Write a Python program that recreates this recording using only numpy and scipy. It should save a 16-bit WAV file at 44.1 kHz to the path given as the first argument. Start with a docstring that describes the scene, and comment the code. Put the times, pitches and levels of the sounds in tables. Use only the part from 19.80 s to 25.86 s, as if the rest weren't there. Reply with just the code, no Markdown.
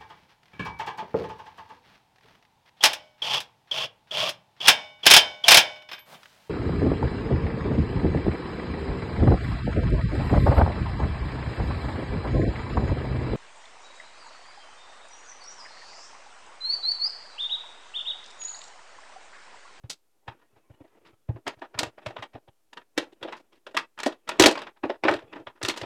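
"""Brittle snaps and hollow knocks throughout, over faint rustling: hands pry at a stiff clear plastic box.
Walls buckle and slip in short bursts of tiny impulses that ring tuned resonators, under bright cracks of noise.
The table booms softly when box or hand touches it; fingers rustle as clumped noise, now and then singing.
Decaying noise makes the echo of a small room, and a low murmur fills it.
The recorder's noise gate turns quiet tails down and its peaks are rounded."""
import sys
import numpy as np
from scipy import signal
from scipy.fft import rfft, irfft, next_fast_len
from scipy.io import wavfile
from scipy.ndimage import uniform_filter1d

SR = 44100
rng = np.random.default_rng(int(sys.argv[2]) if len(sys.argv) > 2 else 0)


def how_loud(loudness_db):
    """Turn decibels into a plain amplitude multiplier (0 dB gives 1, 20 dB gives 10)."""
    steps = np.asarray(loudness_db, float) / 20
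    return 10 ** steps


def inscribe(sig):
    """Save sig as 16-bit PCM at rate SR to the path in sys.argv[1].

    A 1-D sig is mono; a 2-D sig holds one channel per row.
    Samples are clipped to [-1, 1] before scaling.
    """
    pcm = np.round(np.clip(np.atleast_2d(sig).T, -1, 1) * 32767)
    wavfile.write(sys.argv[1], SR, pcm.astype(np.int16))


N = 267201

# room murmur: (frequency [Hz], relative density [dB per Hz])
MURMUR_COLOUR = [(20, -9.5), (35, -5.5), (60, -5), (120, -1.5), (170, -11), (300, -1), (900, -7.5),
                 (2800, -22.5), (6000, -33.5), (12000, -59.5)]
# decay of the room echo: (frequency [Hz], t60 [s])
ROOM_DECAY = [(150, 0.12), (500, 0.21), (2000, 0.19), (6000, 0.15), (14000, 0.08)]
# box or hand touching the table: (time [s], level [dB])
TABLE_THUMPS = [(0.039, -34), (0.48, -36), (0.728, -53), (0.763, -54.5), (0.901, -42), (0.935, -47),
                (1.005, -47.5), (1.329, -52), (1.49, -18.5), (1.547, -34.5), (1.666, -44), (1.769, -48),
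                (1.95, -39), (2.026, -36.5), (2.067, -41.5), (2.265, -32), (2.387, -38.5), (2.544, -41.5),
                (2.683, -48), (3.178, -48), (3.421, -51), (4.595, -26), (5.038, -40), (5.237, -36),
                (5.298, -35.5), (5.348, -42), (5.435, -50), (5.6, -54), (5.67, -49), (5.834, -33),
                (5.9, -48), (6.02, -34.5)]
# modes of the table top: (frequency [Hz], level [dB], t60 [s])
TABLE_MODES = [(73.6, -18.5, 0.041), (91, -12.5, .1), (116.3, 4.5, .1), (155, -20.5, 0.038)]
# fingers shifting on the plastic: (time [s], level [dB])
FINGER_LEVEL = [(0, -57), (.2, -67), (.55, -56), (.9, -54), (1.3, -55), (1.5, -64), (1.9, -57), (2.4, -55),
                (2.85, -65), (3.1, -62), (3.3, -55), (3.75, -58), (4.1, -64), (4.4, -56), (4.9, -57),
                (5.2, -62), (5.5, -50), (5.75, -62), (6.06, -46)]
# colour of the rubbing: (frequency [Hz], relative density [dB per Hz])
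RUB_COLOUR = [(88, -34.5), (150, -6.5), (345, 5), (920, -6), (1730, -14), (2110, -13.5), (2620, -13),
              (4470, -30), (8000, -35), (10400, -66), (17600, -120)]
# buckles and slips of the box:
# (time [s], centre of the hollow ring [Hz], hollow level [dB], wall level [dB], crack level [dB])
BOX_SNAPS = [(0.033, 376, -43, -55, -85), (0.095, 740, -55, -50, -29), (0.478, 860, -33, -30, -63),
             (0.58, 730, -84, -57, -74), (0.603, 530, -69, -55, -98), (0.754, 320, -54, -53, -82),
             (0.768, 516, -48, -72, -90), (0.889, 440, -49, -77, -84), (0.93, 420, -48, -59, -82),
             (1.003, 280, -35, -67, -94), (1.037, 490, -45, -59, -95), (1.067, 510, -73, -54, -72),
             (1.247, 530, -62, -47, -67), (1.265, 530, -61, -51, -67), (1.486, 363, -26, -45, -89),
             (1.558, 444, -36, -45, -91), (1.665, 713, -24, -26, -50), (1.675, 775, -28, -23, -38),
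             (1.782, 573, -50, -55, -67), (1.817, 660, -30, -30, -70), (1.941, 665, -38, -36, -70),
             (1.974, 485, -34, -35, -74), (1.988, 673, -52, -18, -18), (2.005, 560, -29, -36, -54),
             (2.03, 600, -23, -25, -32), (2.059, 716, -37, -50, -71), (2.178, 680, -41, -44, -76),
             (2.215, 770, -53, -51, -76), (2.26, 600, -27, -27, -40), (2.304, 680, -35, -42, -66),
             (2.363, 560, -32, -31, -67), (2.385, 460, -47, -46, -73), (2.422, 840, -34, -31, -48),
             (2.529, 475, -45, -47, -71), (2.549, 555, -30, -43, -82), (2.673, 604, -44, -54, -86),
             (2.929, 774, -45, -38, -53), (2.97, 660, -46, -32, -53), (3.176, 385, -12, -16, -24),
             (3.195, 410, -40, -41, -63), (3.224, 500, -34, -62, -79), (3.316, 384, -48, -53, -67),
             (3.41, 425, -41, -52, -75), (3.426, 410, -28, -28, -47), (3.445, 430, -26, -41, -71),
             (3.473, 580, -29, -36, -73), (3.489, 480, -46, -39, -67), (3.523, 760, -63, -26, -54),
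             (3.562, 480, -56, -55, -60), (3.595, 316, -42, -59, -64), (3.716, 485, -53, -51, -64),
             (3.747, 440, -56, -51, -68), (3.865, 504, -34, -35, -50), (3.907, 477, -45, -54, -69),
             (3.944, 610, -33, -31, -49), (3.966, 440, -36, -14, -28), (3.985, 627, -46, -30, -46),
             (4.175, 477, -51, -37, -61), (4.187, 584, -36, -31, -45), (4.198, 880, -37, -28, -39),
             (4.231, 680, -42, -22, -31), (4.26, 570, -12, -21, -26), (4.29, 430, -46, -38, -65),
             (4.32, 620, -61, -41, -59), (4.474, 664, -57, -33, -52), (4.489, 693, -26, -21, -30),
             (4.511, 550, -34, -31, -58), (4.535, 740, -50, -47, -73), (4.596, 343, 1, -6, -8),
             (4.605, 380, -14, -15, -22), (4.621, 337, -41, -13, -16), (4.636, 470, -5, -5, -12),
             (4.658, 340, 0, -6, -6), (4.682, 399, -12, -18, -35), (4.708, 422, -19, -21, -29),
             (4.752, 635, -35, -23, -49), (4.773, 570, -30, -29, -52), (4.788, 376, -42, -33, -50),
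             (4.816, 560, -35, -31, -52), (4.866, 698, -45, -33, -69), (4.957, 670, -56, -49, -78),
             (5.033, 360, -17, -23, -73), (5.05, 383, -19, -40, -64), (5.094, 549, -16, -26, -61),
             (5.135, 613, -57, -49, -81), (5.235, 634, -20, -19, -48), (5.248, 311, -12, -20, -68),
             (5.271, 700, -16, -25, -64), (5.28, 750, -15, -11, -48), (5.29, 740, -16, -38, -47),
             (5.31, 384, -17, -28, -43), (5.323, 382, -20, -27, -53), (5.336, 510, -22, -27, -41),
             (5.355, 389, -42, -41, -52), (5.384, 480, -46, -44, -67), (5.419, 580, -41, -60, -77),
             (5.525, 360, -33, -34, -73), (5.556, 299, -29, -35, -73), (5.596, 337, -34, -51, -77),
             (5.667, 620, -34, -30, -67), (5.755, 650, -57, -47, -80), (5.813, 630, -33, -33, -60),
             (5.828, 360, -26, -26, -26), (5.848, 410, -32, -22, -30), (5.883, 363, -25, -19, -23),
             (5.895, 367, -45, -22, -27), (5.937, 437, -44, -36, -54), (5.961, 700, -41, -33, -45),
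             (5.973, 720, -38, -30, -34), (6.012, 514, -27, -28, -41), (6.032, 630, -32, -35, -65)]
# the box as a hollow body: (frequency [Hz], level [dB], t60 [s])
HOLLOW_MODES = [(290.3, -16.5, 0.091), (334, 0, 0.093), (340.8, 0, 0.065), (410, -2, 0.034),
                (449, -10, 0.043), (530, -0.5, 0.027), (617.4, 4.1, .065), (680, 2, 0.04), (802, 2.8, .06),
                (904, 5, 0.054)]
# damped hollow modes that blur together: (band centre [Hz], level [dB])
BODY_BANDS = [(300, -0.5), (450, -3.5), (680, -2.5)]
# bending modes of the walls: (frequency [Hz], level [dB], t60 [s])
WALL_MODES = [(958.6, 1.5, 0.061), (1066, -4.5, .055), (1307, -3.55, .055), (1400, -2.5, 0.037),
              (1450, -1.5, 0.026), (1681, 1.5, 0.055), (1870, -0.5, 0.058), (1990, 0.5, 0.034),
              (2300, 2.5, .045), (2590, -2.5, .045), (2944, -4.5, 0.028), (3170, -6.5, 0.054),
              (3380, -7, 0.051), (3700, -20.5, 0.012), (4160, -10.5, 0.071), (4547, -11, 0.081)]
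# wall modes too dense to tell apart: (band centre [Hz], level [dB])
SHIMMER_BANDS = [(1000, -3), (1500, -1), (2200, -0.5), (3200, 1.5), (4500, -2)]
# colour of the bare crack: (frequency [Hz], relative density [dB per Hz])
CRACK_COLOUR = [(2500, -2.5), (4000, 9), (5500, 4.65), (7500, 1.5), (10000, -7.5), (13000, -15),
                (16000, -31)]


def rms_one(x):
    """Scale to rms 1."""
    return x / np.sqrt(np.mean(x ** 2) + 1e-20)


def at_hz(points, hz):
    """Read a table on a log-frequency axis."""
    points = np.array(points)
    return np.interp(np.log(hz), np.log(points[:, 0]), points[:, 1])


def coloured(x, spectrum):
    """Give a signal the colour of a spectrum; rms 1."""
    size = next_fast_len(len(x))
    hz = np.maximum(np.fft.rfftfreq(size, 1 / SR), 1)
    tinted = rfft(x, size) * how_loud(at_hz(spectrum, hz))
    return rms_one(irfft(tinted, size)[:len(x)])


def between(x, low_hz, high_hz):
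    """Steep band-pass."""
    return signal.sosfilt(signal.butter(3, [low_hz, high_hz], "band", fs=SR, output="sos"), x)


def ring(force, hz, t60):
    """A damped resonator: a unit click sets a sine of height 1 ringing."""
    radius = how_loud(-60 / (t60 * SR))
    turn = 2 * np.pi * hz / SR
    # the tiny constant keeps the filter out of denormals
    return signal.lfilter([0, np.sin(turn)], [1, -2 * radius * np.cos(turn), radius ** 2], force + 1e-18)


def lay(times, shapes):
    """Place one short shape at each time."""
    out = np.zeros(N + shapes.shape[1])
    for time, shape in zip(times, shapes):
        at = round(time * SR)
        out[at:at + len(shape)] += shape
    return out[:N]


def grains(shape, spread_db):
    """Dense tiny slips: random sign, a few far larger than the rest."""
    return rng.standard_normal(shape) * how_loud(spread_db * np.minimum(rng.exponential(1, shape), 5))


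def struck(modes, times, forces, db, spread_db):
    """Every force drives every mode, with a strength and sign of its own; db is events x modes."""
    shape = len(times), len(modes)
    strength = how_loud(np.array(modes)[:, 1] + db + spread_db * rng.standard_normal(shape))
    share = strength * rng.choice([-1, 1], shape)
    out = np.zeros(N)
    for k, (hz, _, t60) in enumerate(modes):
        out += ring(lay(times, forces * share[:, [k]]), hz, t60)
    return out


def swell(t, length, fade_s):
    """The burst's rise and fall, prolonged by a fading ring; height 1."""
    burst = t / length * np.exp(-t / length)
    shape = signal.lfilter([1], [1, -np.exp(-1 / (fade_s * SR))], burst)
    return shape / shape.max(axis=1, keepdims=True)


def grit(ticks_per_s, tick_s, steady):
    """Steady noise plus uneven ticks of noise, each dying fast."""
    ticks = (rng.random(N) < ticks_per_s / SR) * how_loud(4.8 * rng.standard_normal(N))
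    flare = signal.lfilter([1], [1, -np.exp(-1 / (tick_s * SR))], ticks)
    return rng.standard_normal(N) * (steady + flare)


def blurred(bands, times, db, shapes):
    """Dense modes heard as bands of grit, each played by every burst; db is events x bands."""
    rough = grit(ticks_per_s=450.0, tick_s=0.0013, steady=1.4)
    gains = how_loud(np.array(bands)[:, 1] + db + 1.8 * rng.standard_normal((len(times), len(bands))))
    out = np.zeros(N)
    for k, (hz, _) in enumerate(bands):
        out += rms_one(between(rough, hz / 1.235, hz * 1.231)) * lay(times, gains[:, [k]] * shapes)
    return out


def murmur(level_db=-65.5):
    """Steady noise in the colour of the room's air."""
    return how_loud(level_db) * coloured(rng.standard_normal(N), MURMUR_COLOUR)


def room(x, onset_s=0.0016):
    """The echo is noise that fades in fast and dies band by band; its energy is 1."""
    t = np.arange(SR // 2) / SR
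    echo = np.zeros(len(t))
    edges = 100 * 2 ** np.arange(0, 7.6, .5)   # half octaves [Hz]
    for low, high in zip(edges, edges[1:]):
        band_pass = signal.butter(2, [low, high], "band", fs=SR, output="sos")
        band = signal.sosfilt(band_pass, rng.standard_normal(len(t)))
        echo += band * how_loud(-60 * t / at_hz(ROOM_DECAY, np.sqrt(low * high)))
    echo *= 1 - np.exp(-(t / onset_s) ** 2)
    return signal.fftconvolve(x, echo / np.sqrt(np.sum(echo ** 2)))[:N]


def table(contact_s=0.0016):
    """A soft push sets the modes of the table top booming."""
    times, db = np.transpose(TABLE_THUMPS)
    t = np.arange(1000) / SR
    push = t * np.exp(-t / contact_s * np.e)
    pushes = np.tile(push / push.sum(), (len(times), 1))
    boom = struck(TABLE_MODES, times, pushes, db[:, None] + 0.5, spread_db=1.5)
    return between(boom, 55, 600)


def settling(below_wall_db=19.5, flare_s=.004, settle_s=.026):
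    """Level of the walls' creaking, which flares with each snap and dies after it."""
    times, _, _, wall_db, _ = np.transpose(BOX_SNAPS)
    lead_s = .05
    t = np.arange(SR // 2) / SR - lead_s
    shape = np.where(t < 0, np.exp(t / flare_s), np.exp(-t / settle_s))
    return lay(np.maximum(times - lead_s, 0), how_loud(wall_db - below_wall_db)[:, None] * shape)


def humming(per_mode_per_s=3.5, swell_s=.025):
    """Now and then the rub makes one mode of the box sing briefly; rms 1."""
    out = np.zeros(N)
    fall = np.exp(-1 / (swell_s * SR))
    for hz, _, t60 in HOLLOW_MODES + WALL_MODES[:13]:
        starts = (rng.random(N) < per_mode_per_s / SR) * how_loud(3.0 * rng.standard_normal(N))
        swells = signal.lfilter([1], [1, -2 * fall, fall ** 2], starts + 1e-18)
        song = rms_one(ring(swells * rng.standard_normal(N), hz, t60))
        out += how_loud(at_hz(RUB_COLOUR, hz) / 2) * song
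    return rms_one(out)


def rustle(clumps_per_s=80.0, clump_s=0.014, rub_db=-3.5, hum_db=-5.0):
    """Fingers on plastic: faint slips in small clumps over a steady rub, with singing modes."""
    starts = (rng.random(N) < clumps_per_s / SR) * how_loud(2 * rng.standard_normal(N))
    fall = np.exp(-1 / (clump_s * SR))
    rise_and_fall = signal.lfilter([(1 - fall) ** 2], [1, -2 * fall, fall ** 2], starts)
    clumps = .9 + clump_s * SR * rise_and_fall
    rub = rms_one(clumps) * coloured(grains(N, spread_db=2.0), RUB_COLOUR)
    times, db = np.transpose(FINGER_LEVEL)
    fingers = how_loud(np.interp(np.arange(N) / SR, times, db))
    return (how_loud(rub_db) * fingers + settling()) * rub + how_loud(hum_db) * fingers * humming()


def snaps_and_afterslips(count=2, gap_scale_s=.011, loss_db=19.0, fade_db_per_s=300.0, duller_db=10.0):
    """Every snap leaves strain that lets go in a few weaker, duller slips; same columns as the snaps."""
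    rows = np.array(BOX_SNAPS)
    luck = rng.exponential(1, (len(rows), 2 * count))
    delay = np.cumsum(gap_scale_s * (.3 + luck[:, :count]), axis=1).ravel()
    lucky_db = 3.0 * np.minimum(luck[:, count:].ravel(), 3)
    change_db = lucky_db - loss_db - fade_db_per_s * delay
    changes = np.transpose([delay, np.zeros_like(delay), change_db, change_db, change_db - duller_db])
    after = np.repeat(rows, count, axis=0) + changes
    after[:, 0] = np.minimum(after[:, 0], (N - 1) / SR)
    return np.vstack([rows, after])


def burst_length(hollow_db, wall_db, crack_db):
    """Rise time [s]: longer the softer the burst (wall above crack) and the fainter it is."""
    length = .001 + 3e-5 * (wall_db - crack_db)
    length += 5e-4 * np.maximum(-40 - np.maximum(hollow_db, wall_db), 0)
    return np.clip(length, 2e-4, .03)


def slip_bursts(t, length, main_slip=.8):
    """Tiny slips swell and die around one main slip, which holds a set share of the force."""
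    slips = grains((len(length), len(t)), spread_db=2.0) * t / length * np.exp(-t / length)
    slips /= np.sqrt(np.sum(slips ** 2, axis=1, keepdims=True))
    largest = np.arange(len(t)) == np.round(length * SR)
    slips = np.sqrt(1 - main_slip ** 2) * slips + main_slip * largest
    # a long burst keeps feeding a ring that already dies
    return slips * np.sqrt(1 + length / 0.012)


def box(span_s=.14, fizz_below_db=22.0, fizz_s=.016):
    """Bursts of slips ring the hollow and the walls, and are heard bare as bright cracks with a fizz."""
    columns = np.transpose(snaps_and_afterslips())[:, :, None]
    times, centre_hz, hollow_db, wall_db, crack_db = columns
    times = times[:, 0]
    length = burst_length(hollow_db, wall_db, crack_db)
    t = np.arange(round(span_s * SR)) / SR
    slips = slip_bursts(t, length)

    # how the box is held and bent decides which hollow modes speak
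    away = np.log2(np.array(HOLLOW_MODES)[:, 0] / centre_hz)   # octaves
    hollow = struck(HOLLOW_MODES, times, slips, hollow_db - 6.5 - 39.0 * away ** 2, spread_db=2.2)
    away = np.log2(np.array(BODY_BANDS)[:, 0] / centre_hz)
    body_db = hollow_db - 8.5 - 4.5 * away ** 2
    hollow += blurred(BODY_BANDS, times, body_db, swell(t, length, fade_s=.009))

    # a soft contact, with little crack, also leaves the upper wall modes weak
    tilt_db = .2 * (crack_db - wall_db + 9.5)   # per octave
    octaves = np.log2(np.array(WALL_MODES)[:, 0] / 1500)
    walls = struck(WALL_MODES, times, slips, wall_db - 14.0 + tilt_db * octaves, spread_db=2.6)
    octaves = np.log2(np.array(SHIMMER_BANDS)[:, 0] / 1500)
    shimmer_db = wall_db - 8.5 + tilt_db * octaves
    walls += blurred(SHIMMER_BANDS, times, shimmer_db, swell(t, length, fade_s=0.0063))

    # fine crackle trails each crack
    crack_shape = swell(t, length, fade_s=.004) + how_loud(-fizz_below_db) * swell(t, length, fizz_s)
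    crack = coloured(grit(ticks_per_s=600.0, tick_s=0.0009, steady=0.7), CRACK_COLOUR)
    crack *= lay(times, how_loud(crack_db) * crack_shape)
    return between(hollow, 265, 1100) + between(walls, 750, 4600) + crack


def scene(echo_db=-14.5):
    """Box and table with their echo, and the rustle, over the room's murmur."""
    near = box() + table()
    return (near + how_loud(echo_db) * room(near) + rustle() + murmur())[None]


def gate(x, listen_s=.012, glide_s=.005, knee_at_db=-51, knee_db=2.0, deepest_cut_db=15.0):
    """Quiet moments are turned down; the level is read slightly ahead, so attacks pass."""
    power = np.abs(uniform_filter1d(x ** 2, round(listen_s * SR)))
    level_db = 10 * np.log10(power + 1e-12)
    above_knee = np.clip((level_db - knee_at_db) / knee_db, -50, 50)
    cut_db = deepest_cut_db / (1 + 2 * np.exp(above_knee))
    return x * how_loud(-uniform_filter1d(cut_db, round(glide_s * SR)))


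def roll_off(x):
    """The treble ends steeply here."""
    return signal.sosfilt(signal.butter(12, 17060, fs=SR, output="sos"), x)


def record(dry):
    """Gate and rounded peaks, then a little converter hiss and a constant offset."""
    rounded = 0.78 * np.tanh(gate(dry) / 1.009)
    hiss = how_loud(-78) * between(rng.standard_normal(dry.shape), 30, 14000)
    mix = rounded + hiss - 4e-4
    return roll_off(mix)


dry = scene()
out = record(dry)
inscribe(out)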